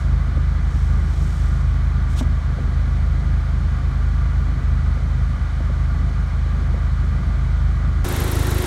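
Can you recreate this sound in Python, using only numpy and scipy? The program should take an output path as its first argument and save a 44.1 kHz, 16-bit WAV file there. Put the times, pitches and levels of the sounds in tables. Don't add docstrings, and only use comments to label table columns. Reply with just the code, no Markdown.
import sys
import numpy as np
from scipy import signal
from scipy.fft import rfft, irfft
from scipy.io import wavfile

SR = 44100
rng = np.random.default_rng(int(sys.argv[2]) if len(sys.argv) > 2 else 0)


def wrap_up_sound(samples):
    columns = np.atleast_2d(samples).T
    tamed = np.clip(columns, -1, 1)
    steps = np.round(tamed * 32767).astype(np.int16)
    wavfile.write(sys.argv[1], SR, steps)


N = 381906
T = np.arange(N) / SR
BUMP_S, BAY_START_S = 2.211, 8.045

# time in seconds, firings per second.
FIRING_RATE = [(0.0, 26.1), (0.4, 25.79), (1.2, 25.82), (2.0, 25.98), (2.4, 25.55), (2.8, 25.95),
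               (3.6, 25.97), (4.4, 26.21), (4.8, 25.85), (5.2, 25.93), (5.6, 25.68), (6.0, 26.0),
               (6.8, 25.88), (7.2, 26.14), (8.0, 25.92), (8.3, 26.27), (8.66, 26.01)]
# frequency in Hz, relative level in dB.
CABIN_BOOM_SPECTRUM = [(26, -47), (44, 0.5), (52, 3.5), (66, 9.5), (78, 1.5), (104, -13), (130, -5.5),
                       (156, -14.5), (182, -27), (208, -32.5), (260, -46), (500, -82), (3000, -140)]
BAY_BOOM_SPECTRUM = [(26, -31), (52, -2), (78, -1.5), (104, -5), (130, -9), (156, -12.5), (182, -40),
                     (260, -29), (600, -50), (3000, -110)]
# time in seconds, level in dB before stumbles.
CABIN_BOOM_LEVEL = [(0, -15.5), (1.2, -17.5), (1.7, -16), (2.2, -17), (2.95, -16), (3.6, -17.5),
                    (4.05, -16.2), (4.9, -17.5), (6.6, -18), (7.95, -15.5)]
BAY_BOOM_LEVEL = [(8.05, -23.5), (8.17, -24), (8.215, -19), (8.29, -23.5), (8.38, -16.5), (8.47, -21),
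                  (8.55, -17.5), (8.66, -25)]
# centre in seconds, loss in dB, length in seconds.
WEAK_BURNS = [(0.0, 5.5, .04), (0.303, 5, 0.057), (0.698, 5, 0.035), (1.125, 2.5, 0.044), (1.332, 3.5, .07),
              (2.185, 3, .07), (2.407, 7, 0.038), (2.573, 8.5, 0.073), (2.715, 3, .04), (3.204, 4, 0.095),
              (3.778, 3.5, .07), (3.917, 4.5, 0.045), (4.602, 5.5, .045), (4.98, 4.5, .04), (5.365, 8, .05),
              (5.45, 2, .04), (6.277, 6.5, 0.058), (7.198, 6.5, 0.064), (7.922, 4, .04)]
# frequency in Hz, relative level in dB.
RUMBLE_SPECTRUM = [(18, -19.5), (30, -4), (48, -3), (80, -0.5), (130, -1), (190, -6), (250, -12.5),
                   (330, -20), (450, -26), (900, -40), (3000, -75)]
# time in seconds, relative peak in dB, ring in Hz, silencer gain in dB.
LATE_BURNS = [(0.373, -26.5, 304, 8), (2.586, -27.5, 463, -10), (2.678, -30, 256, 6),
              (2.877, -28.5, 320, -1), (4.972, -29.5, 257, 0), (5.605, -26, 250, -2), (5.7, -27, 250, -3),
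              (6.103, -35, 258, 0), (6.464, -31.5, 315, 0), (6.744, -25.5, 250, 4), (6.774, -35, 292, 2)]
# frequency in Hz, width in Hz, gain in dB.
SILENCER_MODES = [(216, 73, 7), (460, 260, -5.5)]
# frequency in Hz, relative level in dB.
BLOWER_SPECTRUM = [(150, -1.5), (400, -5), (650, -2), (800, -2.5), (1000, -4.5), (1650, -2.5), (1820, -7.5),
                   (2250, -7.5), (2450, -11), (2680, -21.5), (4000, -60)]
GRILLE_SPECTRUM = [(1500, -25), (2700, -10), (3000, -0.5), (3250, -2.5), (4400, -4), (4950, -9.5),
                   (5300, -8.5), (6600, -10.5), (7700, -15), (8450, -14), (9700, -19.5), (10400, -25),
                   (11200, -23), (15500, -34.5)]
# frequency in Hz, width in Hz, gain in dB.
DUCT_MODES = [(691, 16, -2.5), (1184, 91, 5), (1425, 36, 2.5), (1625, 13, -7.5), (1972, 75, -1)]
# frequency in Hz, relative level in dB.
CLOTH_SPECTRUM = [(1000, -30), (2600, -9), (3500, -8), (4900, -2), (5550, 1.5), (6000, -1), (7000, -2.5),
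                  (8500, -4), (10500, -16.5), (12000, -17), (15500, -23)]
# fastest moment in seconds, relative level in dB, rise and fade in seconds.
SLEEVE_STROKES = [(0.0, -56, .05, 0.079), (.79, -55, .13, 0.22), (1.28, -52, 0.26, 0.36),
                  (2.115, -52, 0.027, 0.065), (2.191, -43, 0.026, 0.023), (2.229, -51, .006, 0.009)]
# frequency in Hz, width in Hz, gain in dB.
PHONE_MODES = [(105, 20, 3), (167, 16, -2), (250, 32, 12.5), (587, 120, -3.5), (675, 70, -14),
               (860, 53, -7)]
# frequency in Hz, relative level in dB.
CLATTER_SPECTRUM = [(120, -27.5), (200, -5.5), (330, 0), (482, -10), (1200, -11.5), (2100, -15),
                    (2700, -20.5), (3830, -18.5), (4950, -24.5), (5600, -22.5), (7900, -24), (12200, -28.5),
                    (13000, -37), (15700, -34)]
# frequency in Hz, typical amplitude in dB.
FAN_AND_PUMP_TONES = [(360, -33), (449.2, -40.5), (718.5, -46.5), (1095, -43.5), (1347, -52), (1389, -48),
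                      (3812, -54), (7374, -63), (9778, -66)]
# frequency in Hz, width in Hz, gain in dB.
RAIL_MODES = [(9100, 600, -10), (9850, 200, -2), (10600, 120, -1), (11300, 170, -7), (11700, 140, 2),
              (11980, 160, 1)]


def exhaust(spectrum, levels, phase, scatter_db, jitter_s):
    times = firing_times(phase)
    scatter, jitter = rng.standard_normal((len(times), 2)).T
    loss_db = sum(db * swell(times, at, length / 2, length / 2) for at, db, length in WEAK_BURNS)
    sizes = undb(curve(levels, times) - loss_db + scatter_db * scatter)
    boom = colour(pulses(times + jitter_s * jitter, sizes), spectrum)
    return level(boom, 0) * np.sqrt(np.mean(sizes ** 2))


def rumble(db, phase, scatter_db, decay_s):
    times = firing_times(phase)
    sizes = undb(scatter_db * rng.standard_normal(len(times)))
    gulps = noise() * puffs(times, sizes, decay_s)
    return level(colour(gulps, RUMBLE_SPECTRUM), db)


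def burbles(gain_db, rise_s, decay_s, width_hz, wall_cutoff_hz):
    pops = np.zeros(N)
    for at, db, hz, silencer_db in LATE_BURNS:
        onset = np.clip((T - at) / rise_s + 1, 0, 1)
        flare = onset * np.exp(-np.maximum(T - at, 0) / decay_s)
        gas = noise() * (flare + 1e-18)
        pop = ring(gas, [(hz, width_hz, 0)]) + undb(silencer_db) * ring(gas, SILENCER_MODES)
        pops += undb(db + gain_db) * pop / np.abs(pop).max()
    return lowpass(pops, 3, wall_cutoff_hz)


def clatter(db, flicker_db):
    wash = noise() * undb(flicker_db * wander(210))
    return level(colour(wash, CLATTER_SPECTRUM), db)


def fan_and_pumps(flutter_db, waver):
    whine = np.zeros(N)
    for hz, db in FAN_AND_PUMP_TONES:
        amplitude = undb(db + flutter_db * wander(40))
        cycles = hz * np.cumsum(1 + waver * wander(30)) / SR
        whine += amplitude * np.sin(2 * np.pi * cycles)
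    return whine


def injectors(db, phase, open_s, decay_s):
    times = firing_times(phase)
    sizes = undb(1.9 * rng.standard_normal(len(times)))
    ticks = puffs(times, sizes, decay_s) + puffs(times + open_s, 0.46 * sizes, decay_s)
    return level(ring(noise() * ticks, RAIL_MODES), db)


def sleeve_rub(grain_db, rasp_gain_db, drag_db):
    fibres = noise() * undb(grain_db * wander(200))
    strokes = [undb(db) * swell(T, at, rise, fade) for at, db, rise, fade in SLEEVE_STROKES]
    speed = np.sqrt(sum(stroke ** 2 for stroke in strokes))
    pressure = speed / speed.max()
    slide = level(colour(fibres, CLOTH_SPECTRUM), 0)
    rasp = level(ring(fibres, [(3700, 970, 0)]), rasp_gain_db) * pressure
    case_mode = [(306, 110, 0)]
    drag = level(ring(ring(fibres, case_mode), case_mode), drag_db) * np.sqrt(pressure)
    return (slide + rasp) * speed + drag


def phone_bump(peak_db, contact_s, scuff, rebound):
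    times = BUMP_S + np.array([0, 0.0045])
    sizes = [1.0, rebound]
    blows = pulses(times, sizes) + scuff * noise() * puffs(times, sizes, contact_s)
    thud = lowpass(ring(blows, PHONE_MODES), 2, 1000)
    return undb(peak_db) * thud / np.abs(thud).max()


def vents(blower_db, hiss_db, flutter_db):
    air = noise()
    ducts = ring(air, DUCT_MODES) * undb(flutter_db * wander(12))
    rush = level(colour(air + ducts, BLOWER_SPECTRUM), blower_db)
    hiss = level(colour(noise(), GRILLE_SPECTRUM), hiss_db)
    return rush + hiss


def firing_times(phase):
    cycles = np.cumsum(curve(FIRING_RATE, T)) / SR
    return np.interp(np.arange(int(cycles[-1] - phase) + 1) + phase, cycles, T)


def pulses(times, sizes):
    return np.bincount(np.clip(times * SR, 0, N).astype(int), sizes, N + 1)[:N]


def puffs(times, sizes, decay_s):
    return signal.lfilter([1], [1, -np.exp(-1 / (decay_s * SR))], pulses(times, sizes))


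def swell(t, at, rise_s, fall_s):
    return np.exp(-((t - at) / np.where(t < at, rise_s, fall_s)) ** 2)


def curve(rows, times):
    return np.interp(times, *np.transpose(rows))


def noise():
    return rng.standard_normal(N)


def wander(turns_per_s):
    knots = rng.standard_normal(2000)
    return 1.09 * np.interp(T * turns_per_s, np.arange(len(knots)), knots)


def colour(x, spectrum, size=32768):
    hz, db = np.transpose(spectrum)
    freqs = np.maximum(np.fft.rfftfreq(size, 1 / SR), 1)
    gains = undb(np.interp(np.log(freqs), np.log(hz), db))
    cepstrum = irfft(np.log(gains))
    cepstrum[1:size // 2] *= 2
    cepstrum[size // 2 + 1:] = 0
    impulse_response = irfft(np.exp(rfft(cepstrum)))
    return signal.fftconvolve(x, impulse_response)[:N]


def ring(x, modes):
    return sum(undb(db) * signal.lfilter(*signal.iirpeak(hz, hz / width, fs=SR), x)
               for hz, width, db in modes)


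def lowpass(x, order, cutoff_hz):
    return signal.sosfilt(signal.butter(order, cutoff_hz, fs=SR, output="sos"), x)


def level(x, db):
    return x * undb(db) / np.sqrt(np.mean(x ** 2))


def undb(db):
    return 10 ** (np.asarray(db) / 20)


def scene():
    cabin = -exhaust(CABIN_BOOM_SPECTRUM, CABIN_BOOM_LEVEL, phase=0.058, scatter_db=0.93, jitter_s=3e-4)
    cabin += rumble(db=-29, phase=0.27, scatter_db=3.5, decay_s=0.062)
    cabin += burbles(gain_db=7, rise_s=0.0056, decay_s=0.0068, width_hz=110, wall_cutoff_hz=527)
    cabin += vents(blower_db=-39, hiss_db=-51.5, flutter_db=1.5)
    cabin += sleeve_rub(grain_db=1.5, rasp_gain_db=4, drag_db=-42.5)
    cabin += phone_bump(peak_db=-15, contact_s=0.0065, scuff=0.038, rebound=0.58)
    bay = exhaust(BAY_BOOM_SPECTRUM, BAY_BOOM_LEVEL, phase=0.93, scatter_db=1, jitter_s=2e-4)
    bay += rumble(db=-30, phase=0.93, scatter_db=6, decay_s=0.056)
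    bay += clatter(db=-28, flicker_db=1)
    bay += fan_and_pumps(flutter_db=2.9, waver=0.00193)
    bay += injectors(db=-41.5, phase=0.62, open_s=0.0036, decay_s=0.0029)
    return np.where(T < BAY_START_S, cabin, bay)[None]


def record(dry):
    return signal.sosfilt(signal.ellip(10, 0.2, 80, 15750, fs=SR, output="sos"), dry)


dry = scene()
out = record(dry)
wrap_up_sound(out)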